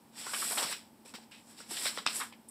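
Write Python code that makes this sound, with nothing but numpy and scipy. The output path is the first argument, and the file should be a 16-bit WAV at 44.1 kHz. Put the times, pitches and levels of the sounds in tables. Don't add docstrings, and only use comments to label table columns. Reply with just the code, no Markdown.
import sys
import numpy as np
from scipy import signal
from scipy.io import wavfile
from scipy.ndimage import uniform_filter1d

SR = 44100
rng = np.random.default_rng(int(sys.argv[2]) if len(sys.argv) > 2 else 0)


def master(y):
    cut = np.clip(np.atleast_2d(y).T, -1, 1)
    pcm = np.round(cut * 32767)
    wavfile.write(sys.argv[1], SR, pcm.astype(np.int16))


def voltage_ratio(decibels):
    exponent = np.asarray(decibels, float) / 20
    return 10 ** exponent


N = 110250


def evened(x):
    return x / np.sqrt(np.mean(x ** 2) + 1e-20)


def read(points, hz):
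    f, value = np.transpose(points)
    return np.interp(np.log(hz + 1), np.log(f + 1), value)


def coloured(x, points):
    size = 4096
    log_gain = np.log(voltage_ratio(read(points, abs(np.fft.fftfreq(size, 1 / SR)))))
    minimum_phase = np.exp(np.conj(signal.hilbert(log_gain)))
    taps = np.fft.ifft(minimum_phase).real[:size // 2]
    return signal.oaconvolve(x, taps)[:len(x)]


def resonate(x, hz, width_hz):
    b, a = signal.iirpeak(min(hz, SR / 2.2), max(hz / width_hz, 0.3), SR)
    return signal.lfilter(b, a, x)


def add(mix, s, sound):
    part = mix[round(s * SR):][:len(sound)]
    part += sound[:len(part)]


def slips():
    slips_per_s, spread_db = 9000, 1.5
    clump_s, clump_db = 0.0053, 1
    size = voltage_ratio(spread_db * np.minimum(rng.exponential(1, N), 2.6))
    size = size * rng.choice([-1., 1.], N)
    clump = evened(uniform_filter1d(rng.standard_normal(N), max(round(clump_s * SR), 2)))
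    happens = rng.random(N) < slips_per_s / SR
    return size * happens * voltage_ratio(clump_db * clump)


def rubbing():
    # frequency in Hz, level in dB.
    rub_colour = [(400, 0.5), (1000, -1), (2000, -13.5), (4000, -4), (7000, 6.5), (10000, -1.5),
                  (13000, -9), (16000, -26)]
    flex_colour = [(400, -56), (900, -18), (1600, -5), (2600, -2.5), (3600, -1), (5500, -4.5), (9000, -27),
                   (16000, -21)]
    flap_colour = [(120, -17), (250, 17), (500, -19), (900, 13), (1500, 13), (2500, 1), (5000, -55)]
    # time in seconds, rubbing level in dB, sheet flex in dB, slack flap in dB.
    first_turn = [
        [(.114, -78.5, 5, 11), (.174, -51, 3, 9), (.204, -47, 2.5, -4), (.245, -49.5, 4.5, 14),
         (.33, -44, -1, 10), (.39, -39.5, -0.5, 0), (.47, -41, -0.5, -2), (.53, -38.5, 0, 4),
         (.548, -43.5, -2.5, 1)],
        [(.548, -43.5, -7, 8), (.585, -37.5, 1.5, 14), (.65, -41.5, 3.5, 15.5), (.685, -45, 6, -11),
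         (.716, -40, 2, 15), (.75, -50, 3.5, 14), (.8, -60, 4.5, -10), (.9, -79, 3, 8)],
    ]
    fingering = [
        [(1.048, -73, 0, -5), (1.056, -57.5, -0.5, 7), (1.098, -58.5, -0.5, 8), (1.13, -65, -1, -3)],
        [(1.138, -68, 14, 0), (1.151, -51.5, 10.5, 17), (1.203, -66.5, 0.5, 2), (1.239, -66, 9, -3),
         (1.3, -100, -4, -5)],
        [(1.312, -61.5, 3.5, 17.5), (1.44, -69.5, -3, -3), (1.512, -58, -1, 9), (1.558, -65.5, 0, 4),
         (1.59, -53.5, 5.5, 2), (1.66, -62.5, 2, 0), (1.68, -57, -1, 6)],
    ]
    second_turn = [
        [(1.68, -61, -3, -1), (1.712, -43.5, 1.5, 6.5), (1.782, -43.5, 3.5, -6), (1.84, -40.5, 1, 6),
         (1.876, -37.5, 6.5, -2), (1.935, -53, 0.5, 17), (1.968, -48.5, 4, 2), (1.99, -51.5, 3, 27.5),
         (2.058, -66, 7.5, -9)],
        [(2.066, -55, -1, -6), (2.1, -46, 6.5, -1), (2.137, -46, 2.5, -13), (2.159, -40, -1.5, -9),
         (2.215, -45, -1.5, 19), (2.28, -59, 1, 2), (2.4, -94, -.5, -6)],
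    ]
    flex_base_db, flap_base_db = -3, -17

    t, out = np.arange(N) / SR, np.zeros(N)
    hiss = evened(coloured(slips(), rub_colour))
    body = evened(coloured(slips(), flex_colour))
    flap = evened(coloured(slips(), flap_colour))
    air = signal.sosfiltfilt(signal.butter(3, 9300, "high", fs=SR, output="sos"), hiss)
    for stroke in first_turn + fingering + second_turn:
        s, level_db, flex_db, flap_db = np.transpose(stroke)
        gain = voltage_ratio(np.interp(t, s, level_db, left=-120, right=-120))
        air_db = np.interp(t, s, 0.34 * (level_db + 59) - 0.74 * flex_db)
        bright = hiss + (voltage_ratio(air_db) - 1) * air
        bending = voltage_ratio(flex_base_db + np.interp(t, s, flex_db)) * body
        flapping = voltage_ratio(flap_base_db + np.interp(t, s, flap_db)) * flap
        out += gain * (bright + bending + flapping)
    return out


def snap(peak_db, hz, length, crack_db):
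    size, clicks_per_s = 4000, 7000
    sheet_q, snap_db = 1.55, 0.5
    t = np.arange(size) / SR
    clicks = rng.standard_normal(size) * (rng.random(size) < clicks_per_s / SR)
    clicks = clicks + 3 * (t == 0)
    clicks = clicks * np.exp(-t / max(length, 0.0005))
    sheet = resonate(clicks, hz, hz / sheet_q)
    sheet = resonate(sheet, hz, 2 * hz / sheet_q)
    crack = signal.lfilter(*signal.butter(2, [2600, 7850], "band", fs=SR), clicks)
    both = sheet / abs(sheet).max() + voltage_ratio(crack_db) * crack / abs(crack).max()
    return voltage_ratio(snap_db + peak_db) * both


def pulse(hz, cycles):
    turns = np.arange(2000) / SR * hz
    ring = -np.sin(2 * np.pi * turns) * turns * np.exp(-turns / cycles)
    return ring / abs(ring).max()


def thumps():
    # start in seconds, peak in dB, pitch in Hz.
    puffs = [(.266, -49.5, 380), (.509, -47, 630), (.574, -47, 600), (.627, -37, 510), (1.059, -51.5, 490),
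             (1.139, -45.5, 226), (1.146, -49.5, 490), (1.18, -56, 426), (1.605, -50, 510),
             (1.715, -43, 356), (1.858, -34, 617), (1.975, -37, 513), (2.07, -45, 250), (2.211, -46.5, 570),
             (1.69, -48, 215), (1.995, -47, 202), (0.644, -46.5, 177), (2.085, -40, 760)]
    out = np.zeros(N)
    for s, peak_db, hz in puffs:
        add(out, s, voltage_ratio(3.5 + peak_db) * pulse(hz, 0.79))
    return out


def slaps():
    # start in seconds, peak in dB, pitch in Hz.
    cracks = [
        (2.0640, -19, 4500),
        (2.0643, -15, 1250),
        (2.0648, -13, 4800),
        (2.0652, -16, 7800),
        (2.0655, -18, 2700),
        (2.0745, -23, 3000),
        (1.9746, -27, 1300),
        (1.9750, -28, 5200),
    ]
    out = np.zeros(N)
    for s, peak_db, hz in cracks:
        add(out, s, voltage_ratio(peak_db) * pulse(hz, 0.5))
    return out


def corner_ticks():
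    # start in seconds, peak in dB.
    catches = [
        (2.4838, -50),
        (2.4868, -38),
        (2.4884, -45),
        (2.4905, -36),
        (2.4938, -44),
        (2.4968, -43),
    ]
    out, size = np.zeros(N), 4000
    fade = np.exp(-np.arange(size) / SR / 0.00066)
    for s, peak_db in catches:
        tick = resonate(rng.standard_normal(size) * fade, 9450, 860)
        add(out, s, voltage_ratio(peak_db) * tick / abs(tick).max())
    return out


def buckles():
    # start in seconds, peak in dB, sheet pitch in Hz, burst
    # length in seconds, crack in dB.
    snaps = [(0.267, -29.5, 1040, 0.0056, 1), (.335, -25.5, 1180, 0.012, -2),
             (0.337, -26, 2600, 0.0075, -8), (0.4213, -30, 1260, 0.01, -22),
             (0.511, -31.5, 890, 0.025, -17), (0.574, -26.5, 900, 0.015, -21),
             (0.58, -24, 3300, 0.0073, -2), (.628, -33, 800, 0.01, 12.5),
             (.59, -29.5, 840, 0.064, -18), (0.726, -26, 2400, 0.0084, -3),
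             (1.05, -59, 2500, 0.037, 6), (1.139, -37.5, 1160, 0.0066, 3.5),
             (1.155, -51, 3430, 0.005, -9), (1.318, -44.5, 2730, 0.048, -17),
             (1.603, -40.5, 1480, 0.011, 1),
             (1.71, -38, 910, 0.0035, -24), (1.768, -29, 3300, 0.0061, -14),
                  (1.8545, -25, 1790, 0.0043, -7), (1.867, -24, 1900, 0.003, -16),
                  (1.876, -36, 3930, 0.004, -3), (1.9825, -28, 3400, 0.0036, -4),
                  (2.061, -29, 2830, 0.01, -25), (2.201, -31, 1110, 0.021, -16),
                  (2.212, -29, 1170, 0.017, -16), (2.207, -30.5, 2600, 0.0097, -16),
                  (2.324, -43, 960, 0.0033, -25), (2.326, -40, 2660, 0.0038, -15)]
    out = thumps() + slaps()
    for s, peak_db, hz, length, crack_db in snaps:
        add(out, s, snap(peak_db, hz, length, crack_db))
    out = signal.sosfilt(signal.butter(2, 9000, fs=SR, output="sos"), out)
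    return out + corner_ticks()


def pings():
    # start in seconds, peak in dB, pitch in Hz, length in cycles.
    patches = [(.2655, -43, 750, 0.88), (.271, -37.5, 1070, 1.2), (.279, -40, 1390, 3),
               (.294, -43, 1470, 3.7), (.345, -34.5, 2470, 3.9), (.346, -33.5, 3070, 4.6),
               (.352, -39, 1220, 2.7), (.364, -37, 1530, 3), (.509, -38, 500, 0.49), (.519, -37, 890, 1.5),
               (.529, -38, 704, 1.9), (.575, -26.5, 2320, 1.5), (.581, -36, 1070, 1.1),
               (.624, -37.5, 700, 1.9), (.696, -39.5, 583, 1.1), (.727, -36.5, 1290, 0.95),
               (.728, -31, 4030, 3.2), (1.772, -34.5, 1800, 1.5), (1.8575, -24, 3700, 2.2),
               (1.9748, -28, 3020, 0.83), (2.206, -40, 3230, 1.6), (2.218, -41, 2450, 1.6),
               (0.42, -36, 1900, 1.1), (0.426, -27.5, 1280, 1.2), (.432, -34, 1160, 1.5),
               (0.4496, -39, 1420, 1.7), (.340, -35, 1240, 1.6), (.5825, -28, 4220, 3.8),
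               (.585, -28.5, 3570, 3.4), (.587, -33, 1110, 0.66), (0.6073, -41, 1290, 1.5),
               (0.64, -33, 1630, 0.81), (.714, -39, 2330, 1.8), (1.051, -53, 436, 1.2),
               (1.059, -52, 2410, 3.1), (1.081, -54, 2600, 4.4), (1.087, -56, 2550, 4.6),
               (1.098, -59, 2530, 7.3), (1.186, -45.5, 820, 1.1), (1.317, -50, 2776, 7),
               (1.347, -58, 2520, 15), (1.576, -49, 4650, 3), (1.8667, -23, 3800, 1.8),
               (1.868, -34, 5300, 4.4), (1.882, -29, 4040, 5.3), (1.9758, -30, 1880, 1.3),
               (1.986, -32, 1260, 0.89), (1.987, -32.5, 3800, 3.3), (2.0717, -21.5, 2675, 2.9),
               (2.074, -23, 4330, 3.3)]
    out = np.zeros(N)
    for s, peak_db, hz, cycles in patches:
        add(out, s, voltage_ratio(peak_db) * pulse(hz, max(cycles, 0.3)))
    return out


def reply(walls_db):
    # delay in seconds, smear in seconds, level in dB.
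    walls = [
        (.002, .002, -12),
        (.0078, .006, -7),
        (.019, .016, -14),
    ]
    # frequency in Hz, time to fall 60 dB in seconds.
    decay = [(300, 0.31), (1000, 0.21), (3000, 0.27), (8000, 0.19), (14000, 0.25)]
    size, tail_db = SR // 2, -13
    t = np.arange(size) / SR
    hz, frames, z = signal.stft(rng.standard_normal(size), SR, nperseg=256)
    fading = z * voltage_ratio(-60 * frames / read(decay, hz)[:, None])
    tail = signal.istft(fading, SR, nperseg=256)[1][:size]
    tail = tail * np.clip(t / 0.042, 0, 1)
    taps = voltage_ratio(tail_db) * tail / np.linalg.norm(tail)
    dull = signal.butter(2, [2000, 7000], "band", fs=SR)
    for delay, smear, db in walls:
        echo = rng.standard_normal(size) * (t > delay)
        echo = echo * np.exp(-np.maximum(t - delay, 0) / smear)
        echo = signal.lfilter(*dull, echo)
        taps = taps + voltage_ratio(db + walls_db) * echo / np.linalg.norm(echo)
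    return taps


def room(x, walls_db):
    drift_per_s = 3
    turn = 2 * np.pi * drift_per_s * np.arange(N) / SR
    out = x
    for share in (np.cos(turn), np.sin(turn)):
        out = out + signal.fftconvolve(x * share, reply(walls_db))[:N]
    return out


def rumble():
    # frequency in Hz, level in dB per Hz.
    noise_colour = [(24, -73), (40, -3), (146, -9), (229, -8), (359, -9.5), (397, -13), (797, -13),
                    (1520, -22.5), (15500, -33.5)]
    # frequency in Hz, width in Hz, level in dB.
    modes = [(227.6, 12.8, -61), (293.2, 29, -68), (811, 20, -75), (900, 75, -70)]
    out = voltage_ratio(-62.5) * evened(coloured(rng.standard_normal(N), noise_colour))
    for hz, width_hz, db in modes:
        out = out + voltage_ratio(db) * evened(resonate(rng.standard_normal(N), hz, width_hz))
    return out


def split_treble():
    # centre in seconds, top frequency in Hz, level in dB.
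    puffs = [
        (.4040, 13800, -48.5),
        (.4737, 12400, -53),
    ]
    length = 0.0464
    out, size = np.zeros(N), round(length * SR)
    for s, top_hz, db in puffs:
        band = signal.butter(8, [11000, top_hz], "band", fs=SR, output="sos")
        hiss = evened(signal.sosfilt(band, rng.standard_normal(size)))
        add(out, s - length / 2, voltage_ratio(db) * np.hanning(size) * hiss)
    return np.outer([1, -1], out)


def scene():
    rub_walls_db = -12.5
    pages = room(rubbing() + pings(), rub_walls_db) + room(buckles(), 0)
    pages = signal.sosfilt(signal.butter(2, 176, "high", fs=SR, output="sos"), pages)
    return np.tile(pages + rumble(), (2, 1))


def low_pass(x):
    return signal.sosfilt(signal.butter(12, 15700, fs=SR, output="sos"), x)


def record(dry):
    # frequency in Hz, level in dB.
    mic_colour = [(4500, -1.5), (5450, 2.5), (5900, -5), (6350, -13.5), (7100, -4.5), (7950, 8),
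                  (8700, 1.5)]
    mono = coloured(dry[0], mic_colour)
    mono = mono + voltage_ratio(-73) * rng.standard_normal(N)
    mono = signal.lfilter(*signal.butter(3, 92, "high", fs=SR), mono)
    top_edge = signal.firwin(511, 15650, window=("kaiser", 9), fs=SR)
    mono = signal.oaconvolve(mono, top_edge, "same")
    mix = np.tile(mono, (2, 1)) + split_treble()
    return low_pass(mix)


dry = scene()
out = record(dry)
master(out)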